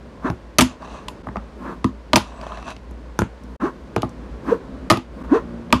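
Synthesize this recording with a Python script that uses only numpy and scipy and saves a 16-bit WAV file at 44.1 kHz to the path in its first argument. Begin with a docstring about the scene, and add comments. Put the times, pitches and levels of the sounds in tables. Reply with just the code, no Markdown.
"""A fan hums in rushing air, then a miniature skateboard whirrs along a box and cracks onto a wooden desk.
Landings and taps excite damped resonances of metal, deck and desk, and each leaves a diffuse room tail.
Rolling is uneven noise jolting the same kinds of resonance; spinning wheels and a squeak are wavering tones.
The fan is a line in narrow noise, the air is shaped noise, and a far engine, heard in two passages, is a
harmonic series. A limiter holds the landings, and the level dips briefly three times."""
import sys
import numpy as np
from scipy import signal
from scipy.fft import rfft, irfft, next_fast_len
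from scipy.io import wavfile
from scipy.ndimage import uniform_filter1d, minimum_filter1d, map_coordinates

SR = 44100
rng = np.random.default_rng(int(sys.argv[2]) if len(sys.argv) > 2 else 0)


def ratio(d):
    """dB to gain"""
    e = np.asarray(d, float) / 20
    return 10 ** e


def log_audio(samples):
    """Write samples as a 16-bit WAV file to the path given in sys.argv[1]."""
    # one column per channel
    frames = np.atleast_2d(samples).T
    # limit to full scale, then quantise
    limited = np.clip(frames, -1, 1)
    pcm = np.round(limited * 32767).astype(np.int16)
    wavfile.write(sys.argv[1], SR, pcm)


N = 255780  # samples

# Hard landings of one axle on the desk: start_s, axle_crack_db, wheel_crack_db, wood_db, change_per_skip_db
LANDINGS = [(0.5847, 5.5, 1, 0, 0), (0.6084, 2, -2, -9, 0), (2.1324, -1.5, -22.5, 2, -9.5),
            (2.158, 2, -3.5, -3.5, -1.5), (4.9006, 6, -10, 3.5, 0.5), (5.726, 1, -31.5, 2.5, -10.5)]
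# Skips within every landing: delay_s, metal_db, wood_db
SKIPS = [(0, 1, -4), (.0033, -3, 1.5), (.0065, -6, -2), (.013, -8, 1.5)]
# Single taps and knocks: start_s, axle_crack_db, wheel_crack_db, deck_knock_db, desk_body_db
TAPS = [(0.3004, -28, -30, -15.5, -13), (0.616, -20, -25, -13, -4), (1.0833, -17.5, -23.5, -21, -35),
        (1.269, -45, -46, -17.5, -24.5), (1.287, -49, -52, -22, -24), (1.3576, -35, -52, -13.5, -27),
        (1.3678, -30.5, -59, -17.5, -22.5), (1.8435, -16.5, -27, -8.5, -7.5), (2.18, -13, -35, -20, -31),
        (2.704, -28, -34, -39, -38), (2.765, -31.5, -54, -33, -37), (2.91, -57, -44.5, -38, -32),
        (3.19, -12.5, -14.5, -5.5, -9.5), (3.208, -40, -31, -29, -22), (3.2187, -30, -31, -7.5, -9),
        (3.436, -59, -42.5, -51, -34), (3.9625, -15.5, -25, -7, -10.5), (3.98, -30, -48, -40, -16.5),
        (4.02, -21, -26, -41, -32), (4.03, -25, -40, -8.5, -15.5), (4.047, -39, -45, -34, -19.5),
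        (4.093, -54, -37.5, -53, -45), (4.9224, -17, -9, -1, -5), (4.972, -16, -29, -18, -17.5),
        (5.704, -33, -56, -31, -38), (5.746, -33, -45, -23, -12)]
# Ticking of a flaw on a wheel: first_s, until_s, axle_crack_db
TICKING = [(0.821, .95, -41.5), (2.413, 2.69, -31.5)]
# Resonances of the axles: pitch_hz, width_hz, level_db
AXLE_MODES = [(2450, 1000, 0), (3650, 900, 0), (4600, 1100, -3)]
# Resonances of the hard wheels and bearings: pitch_hz, width_hz, level_db
WHEEL_MODES = [(5500, 800, -3), (6300, 1100, 0), (7500, 1200, -5), (9700, 2200, -6), (12500, 3000, -16)]
# Resonances of the board: pitch_hz, width_hz, level_db
DECK_MODES = [(644, 120, 1), (846, 60, 2), (1006, 114, 2.5), (1221, 137, 3.5), (1350, 570, -4),
              (1773, 410, -6), (2070, 400, -14.5)]
# Resonances of the desk top: pitch_hz, width_hz, level_db
DESK_MODES = [(160, 78, -5.5), (203.6, 24, 1), (252.4, 18.2, 3.5), (336.8, 28, -2.5), (470, 74, -10.5),
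              (238, 280, -11)]
# Resonances of the desk frame: pitch_hz, width_hz, level_db
FRAME_MODES = [(71, 22, -2), (119, 23, 0.5)]
# Resonances of the box: pitch_hz, width_hz, level_db
BOX_MODES = [(574, 243, -8), (870, 128, -5.5), (1050, 156, 1), (1310, 548, -5.5), (1640, 272, -6)]
# Strokes on the desk, rolling wheels and at last a finger scraping: start_s, loudest_s, end_s, rumble_db,
# rattle_db
DESK_STROKES = [(.62, .7, .78, -46, -52), (0.792, 0.846, 0.867, -33.5, -50), (0.835, 0.93, 1.08, -38, -48),
                (2.19, 2.24, 2.37, -42, -50), (2.303, 2.505, 2.707, -35, -49),
                (2.637, 2.706, 2.74, -37.5, -43)]
# Rolling strokes on the box: start_s, loudest_s, end_s, rumble_db, desk_shake_db
# (the row whose end precedes its start stays silent)
BOX_STROKES = [(0.21, 0.275, .31, -24, -35), (1.552, 1.686, 1.797, -32.5, -33.5),
               (1.82, 1.844, 1.805, -17, -38), (3.415, 3.517, 4, -53, -42.5),
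               (3.585, 3.622, 3.64, -30.5, -62), (3.601, 3.653, 3.72, -24.5, -33),
               (4.434, 4.509, 4.575, -23.5, -27.5), (5.117, 5.253, 5.27, -40.5, -35.5),
               (5.275, 5.351, 5.42, -20.5, -32)]
# Spectrum of the axle rattle: frequency_hz, density_db (dB per Hz, relative)
RATTLE_SPECTRUM = [(1500, -17), (2200, -15), (2600, 7), (3000, -6), (3850, -3), (5200, -14), (5950, -4.5),
                   (7000, -13.5), (10000, -19.5), (12000, -41), (16000, -55)]
# Wheels spun up under each push: start_s, climb_s, fade_s, top_turn_rate_hz, loudest_db
SPINS = [(0.242, .026, 0.1, 405, -23), (3.616, 0.045, 0.061, 397.7, -18.5),
         (4.472, 0.053, 0.058, 500.6, -17.5), (5.305, 0.059, 0.043, 479, -14.5)]
# Squeak of a bearing: time_s, pitch_hz, level_db
SQUEAK = [(2.31, 7880, -74), (2.335, 7880, -65), (2.4, 7850, -61), (2.48, 7750, -70)]
# Decay of the room: frequency_hz, t60_s
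ROOM_DECAY = [(100, 0.17), (500, 0.13), (2500, 0.21), (8000, 0.21), (15000, 0.085)]
# Course of the fan hum: time_s, level_db
FAN_LEVEL = [(0, -38.5), (.64, -40), (1.7, -40.5), (2.3, -38.5), (3.16, -36), (3.49, -38.5), (3.75, -46),
             (3.96, -53), (4.15, -36.5), (4.73, -32.5), (4.94, -36.5), (5.56, -40.5), (5.7, -49),
             (5.8, -44)]
# Course of the low rush of air: time_s, level_db
AIR_LEVEL = [(0, -39), (.5, -42), (1.1, -38), (1.9, -43), (2.8, -42.5), (3.1, -40.5), (3.55, -43),
             (4.3, -36.5), (4.85, -34.5), (5.05, -42), (5.2, -34.5), (5.8, -37)]
# Spectrum of the low rush: frequency_hz, density_db (dB per Hz, relative)
RUSH_SPECTRUM = [(13, -45.5), (22, -31.5), (59, 1), (87, -16.5), (239, -8), (301, -12), (334, -14),
                 (578, -14.5), (780, -28), (1500, -27.5), (1950, -57), (3300, -120)]
# Spectrum of the hiss: frequency_hz, density_db (dB per Hz, relative)
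HISS_SPECTRUM = [(470, -6.5), (800, -3), (1060, 0), (1260, -11), (1610, -7), (2870, -15), (4420, -18.5),
                 (9450, -31), (12500, -41), (16500, -35.5)]
# Two passages of a far engine, first near 65 Hz and then near 58 Hz: time_s, firing_rate_hz, level_db
ENGINE_PASSAGES = [(4.3, 66.43, -64), (4.55, 66, -43), (4.88, 65, -37), (5.0, 64.3, -59), (5.3, 60.6, -63),
                   (5.42, 58.87, -37.5), (5.55, 58.14, -29.5), (5.8, 57.1, -42)]
# Engine harmonics: multiple of the firing rate, level_db
ENGINE_ORDERS = [(2, -10), (3, -7), (4, 0), (6, -11), (10, -17)]
# Microphone response: frequency_hz, level_db
MICROPHONE = [(20, -12.5), (45, 0.5), (12000, -2.5), (15000, -6.5), (16500, -23)]
# Brief dips in level: centre_s, length_s (between half-depth points), depth_db
# (a dip shorter than its edges stays shallower)
DIPS = [(1.228, 0.0072, -14), (3.582, 0.031, -52), (5.232, 0.0053, -16)]


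def unit(x):
    """Normalise the mean power: scale to rms 1."""
    return x / np.sqrt(np.mean(x ** 2) + 1e-20)


def peak(x):
    """Normalise the greatest excursion to 1."""
    return x / np.abs(x).max()


def along(points, hz):
    """Interpolate (Hz, value) points on a logarithmic frequency axis."""
    f, v = np.transpose(points)
    return np.interp(np.log(hz + 1), np.log(f + 1), v)


def curves(rows, outside=None):
    """Interpolate in time: one value per sample for each column after the time."""
    s, *columns = np.transpose(rows)
    return [np.interp(np.arange(N) / SR, s, c, outside, outside) for c in columns]


def wobble(rate):
    """Slow random modulation: a smooth curve through rate random knots a second."""
    knots = rng.standard_normal(int(N * rate / SR) + 4)
    return map_coordinates(knots, [np.arange(N) * rate / SR])


def filtered(x, response):
    """Linear filtering: multiply the spectrum by a complex response of frequency."""
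    m = next_fast_len(len(x) + 8192)
    return irfft(rfft(x, m) * response(np.fft.rfftfreq(m, 1 / SR)), m)[:len(x)]


def softened(x, corner_hz):
    """Contact compliance: two equal first-order low-passes remove the treble."""
    return filtered(x, lambda f: 1 / (1 + 1j * f / corner_hz) ** 2)


def resonant(x, modes, scatter_db=0):
    """Modal superposition: damped resonances of alternating sign, each excited a little differently."""
    sizes = ratio(scatter_db * rng.standard_normal(len(modes)))

    def response(f):
        total = 0
        for k, (centre, width, db) in enumerate(modes):
            damping = 1j * f * width
            total = total + (-1) ** k * sizes[k] * ratio(db) * damping / (centre ** 2 - f ** 2 + damping)
        return total

    return filtered(x, response)


def room(x):
    """Diffuse reverberation: a fresh delayed noise tail in which each frequency has its own decay time."""
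    hz, t, z = signal.stft(rng.standard_normal(SR // 3), SR, nperseg=256)
    decay = ratio(-60 * t / along(ROOM_DECAY, hz)[:, None])
    tail = signal.istft(z * decay, SR, nperseg=256)[1]
    delayed = np.pad(x, (220, 0))
    return signal.fftconvolve(delayed, tail / np.linalg.norm(tail))[:len(x)]


def landing_skips():
    """Repeated impact: every landing skips, and the wood feels part of the level change per skip."""
    rows = []
    for s, axle, wheel, wood, change in LANDINGS:
        for k, (delay, metal_db, wood_db) in enumerate(SKIPS):
            metal_change = metal_db + k * change
            deck = wood + wood_db + 0.51 * k * change
            desk = deck - 9
            rows.append((s + delay, axle + metal_change, wheel + metal_change, deck, desk))
    return rows


def wheel_ticks():
    """Periodic impact: a flaw on a wheel strikes once a turn with scattered strength."""
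    rows = []
    for first, until, db in TICKING:
        for s in np.arange(first, until, 0.0533):  # s per turn
            mean_db = db + np.array([0, -22, 7, -7])  # axle, wheel, deck, desk
            rows.append((s, *(mean_db + 2.5 * rng.standard_normal(4))))
    return rows


def push(t, time_s, lag_s):
    """Contact force: a delayed pulse that rises and dies over about time_s."""
    late = t - lag_s
    return np.maximum(late, 0) / time_s * np.exp(-late / time_s)


def metal(axle_drive, wheel_drive, axle_db, wheel_db):
    """Modal response of the metal parts: wheels and axles crack with opposite sign."""
    wheels = ratio(wheel_db) * peak(resonant(wheel_drive, WHEEL_MODES, scatter_db=4))
    axles = ratio(axle_db) * peak(resonant(axle_drive, AXLE_MODES, scatter_db=1.5))
    return wheels - axles


def wood(t, deck_db, desk_db):
    """Delayed modal response: slower force pulses reach the deck, desk top and frame."""
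    deck = ratio(deck_db) * peak(resonant(push(t, 0.00008, 0.00073), DECK_MODES, scatter_db=6))
    desk = ratio(desk_db) * peak(resonant(push(t, 0.00026, 0.00056), DESK_MODES, scatter_db=5))
    frame = ratio(desk_db - 9.5) * peak(resonant(push(t, 0.001, 0.003), FRAME_MODES, scatter_db=5))
    return deck + desk + frame


def hits():
    """Impact excitation: contacts chatter in the metal, the wood answers a moment later, the room follows."""
    out, t = np.zeros(N + SR), np.arange(SR // 3) / SR
    impulse = (t == 0).astype(float)
    for s, axle_db, wheel_db, deck_db, desk_db in [*TAPS, *landing_skips(), *wheel_ticks()]:
        chatter = ratio(-60 * t / 0.014) * rng.standard_normal((2, len(t)))  # dies by 60 dB in 14 ms
        reach_hz = 22000 * ratio(0.3 * axle_db)  # lighter contacts are softer
        direct_metal = metal(softened(chatter[0], reach_hz), chatter[1], axle_db, wheel_db)
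        # summed over all directions the chatter has an even colour
        all_round_metal = metal(impulse, impulse, axle_db, wheel_db)
        knock = wood(t, deck_db, desk_db)
        reverberant = ratio(-9.5) * room(all_round_metal + knock)
        out[round(s * SR):][:len(t)] += direct_metal + knock + reverberant
    return out[:N]


def stroke(start, top, end, edge_db, rounding):
    """Level envelope: dB below the top of a stroke that swells and fades, inaudible outside."""
    far = curves([(start, 1), (top, 0), (end, 1)], 3)[0]
    return edge_db * far ** rounding


def desk_stroke(start, top, end, rumble_db, rattle_db):
    """Common envelope: rumble, rattle and shake swell together."""
    below = stroke(start, top, end, edge_db=-23.5, rounding=2.54)
    return [rumble_db + below, rattle_db + below, rumble_db - 11 + below]


def box_stroke(start, top, end, rumble_db, shake_db):
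    """Unequal growth: rattle grows faster than rumble, and the desk shakes more evenly."""
    edge_db = -33
    below = stroke(start, top, end, edge_db, rounding=1.95)
    rumble = rumble_db + below
    rattle = -12 + 1.42 * rumble
    shake = np.where(below < edge_db, below, 0.38 * below)
    return [rumble, rattle, shake_db + shake]


def rolling(levels_db, surface, grit_db):
    """Roughness excitation: uneven small jolts ring the surface, rattle the axles and shake the desk."""
    unevenness = np.array([wobble(90), 1.6 * wobble(660), wobble(44)]) + 0.66 * wobble(20)
    jolts = rng.standard_normal((3, N)) * ratio(grit_db * unevenness)
    rumble = resonant(softened(jolts[0], 4000), surface)
    rattle = filtered(jolts[1], lambda f: ratio(along([(700, -60), *RATTLE_SPECTRUM], f)))
    shake = resonant(jolts[2], DESK_MODES)
    layers = [unit(rumble), unit(rattle), unit(shake)]
    gains = uniform_filter1d(sum(ratio(db) for db in levels_db), 300)
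    return np.sum(gains * layers, axis=0)


def spin_up(s, climb, fade, top_hz, db):
    """Angular acceleration: the turn rate climbs and sags, the beat being loudest early in the climb."""
    first, last, attack = 0.38, 0.84, 0.25  # shares of the top rate, of the top rate, of the climb
    early = first + (1 - first) * attack
    return [(s, first * top_hz, db - 25.5), (s + attack * climb, early * top_hz, db),
            (s + climb, top_hz, db - 1), (s + climb + fade, last * top_hz, db - 29)]


def wavering_tone(rows, jitter, jitter_rate, flutter_db, overtone_db):
    """Frequency and amplitude modulation: an unsteady sine with its octave."""
    pitch_hz = curves(rows)[0]
    level_db = curves(rows, -120)[1]
    phase = 2 * np.pi * np.cumsum(pitch_hz * (1 + jitter * wobble(jitter_rate))) / SR
    tone = np.sin(phase) + ratio(overtone_db) * np.sin(2 * phase)
    return np.sqrt(2) * ratio(level_db + flutter_db * wobble(70)) * tone


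def whirr():
    """Rotational imbalance: an off-centre wheel beats once a turn."""
    return sum(wavering_tone(spin_up(*row), jitter=0.04, jitter_rate=120, flutter_db=3.5, overtone_db=-20.5)
               for row in SPINS)


def squeak():
    """Bearing vibration: a high tone with rapid random frequency modulation."""
    return wavering_tone(SQUEAK, jitter=0.025, jitter_rate=700, flutter_db=4, overtone_db=-40)


def board():
    """Superposition: landings, rolling and spinning wheels, with the room's answer to the wheels."""
    wheels = rolling([desk_stroke(*row) for row in DESK_STROKES], DECK_MODES, grit_db=2.0)
    wheels += rolling([box_stroke(*row) for row in BOX_STROKES], BOX_MODES, grit_db=1.0)
    wheels += whirr() + squeak()
    return hits() + wheels + ratio(-11) * room(wheels)


def fan():
    """Narrow-band hum: a wavering line with a fringe of resonant noise."""
    line_hz = 58 * (1 + 0.014 * wobble(4.79))
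    line = np.sqrt(2) * np.sin(2 * np.pi * np.cumsum(line_hz) / SR)
    narrow = resonant(rng.standard_normal(N), [(56.4, 8.6, 0)])
    fringe = unit(resonant(narrow, [(58.4, 21, 0)]))
    return ratio(curves(FAN_LEVEL)[0]) * (0.55 * ratio(1.3 * wobble(5.6)) * line + 0.39 * fringe)


def coloured_noise(spectrum):
    """Spectral shaping: white noise through a given density curve, at rms 1."""
    return unit(filtered(rng.standard_normal(N), lambda f: ratio(along(spectrum, f))))


def air():
    """Broadband noise: room rush and hiss swell a little, the hiss less than the rush."""
    rush_db = curves(AIR_LEVEL)[0]
    hiss_db = -34 + 0.37 * rush_db
    rush = ratio(rush_db + 0.62 * wobble(9.1)) * coloured_noise(RUSH_SPECTRUM)
    hiss = ratio(hiss_db + 0.27 * wobble(3.78)) * coloured_noise(HISS_SPECTRUM)
    return rush + hiss


def engine():
    """Harmonic series: a far engine in two passages, near 65 and then near 58 firings a second."""
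    firing_hz, level_db = curves(ENGINE_PASSAGES)
    phase = 2 * np.pi * np.cumsum(firing_hz * (1 + 0.0052 * wobble(15))) / SR
    orders = sum(ratio(db + 0.7 * wobble(9.0)) * np.sin(k * phase) for k, db in ENGINE_ORDERS)
    return ratio(level_db) * orders


def scene():
    """Superposition: everything that reaches the microphone, as one channel."""
    return (board() + fan() + air() + engine())[None]


def limited(x):
    """Gain reduction: a brief hold plus a slow recovery keep down the peaks."""
    top, hold_s, release_s, slow_weight = 1.37, 0.012, 0.23, 5
    needed_db = 20 * np.log10(np.minimum(1, top / (np.abs(x[0]) + 1e-9)))
    span = int(hold_s * SR)
    fast_db = uniform_filter1d(minimum_filter1d(needed_db, 2 * span), span)
    keep = np.exp(-1 / (release_s * SR))
    slow_db = signal.lfilter([1 - keep], [1, -keep], fast_db)  # gain lost in a burst returns slowly
    return x * ratio(fast_db + slow_weight * slow_db)


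def level_dips(x):
    """Amplitude modulation: the level dips briefly, with edges linear in dB."""
    t, edge_s = np.arange(N) / SR, 0.0071
    for s, length, depth_db in DIPS:
        inside = np.clip((length / 2 - np.abs(t - s)) / edge_s + 0.5, 0, 1)
        x = x * ratio(depth_db * inside)
    return x


def top_cut(x):
    """Nothing passes above the cut-off."""
    return signal.sosfilt(signal.butter(12, 16830, fs=SR, output="sos"), x)


def record(dry):
    """Transduction: microphone colour, limiter, soft saturation and the brief dips in level."""
    picked_up = filtered(dry[0], lambda f: ratio(along(MICROPHONE, f)))[None]
    held = limited(picked_up)
    clipped = held / (1 + np.abs(held) ** 8) ** (1 / 8)
    mix = level_dips(clipped)
    return top_cut(mix)


dry = scene()
out = record(dry)
log_audio(out)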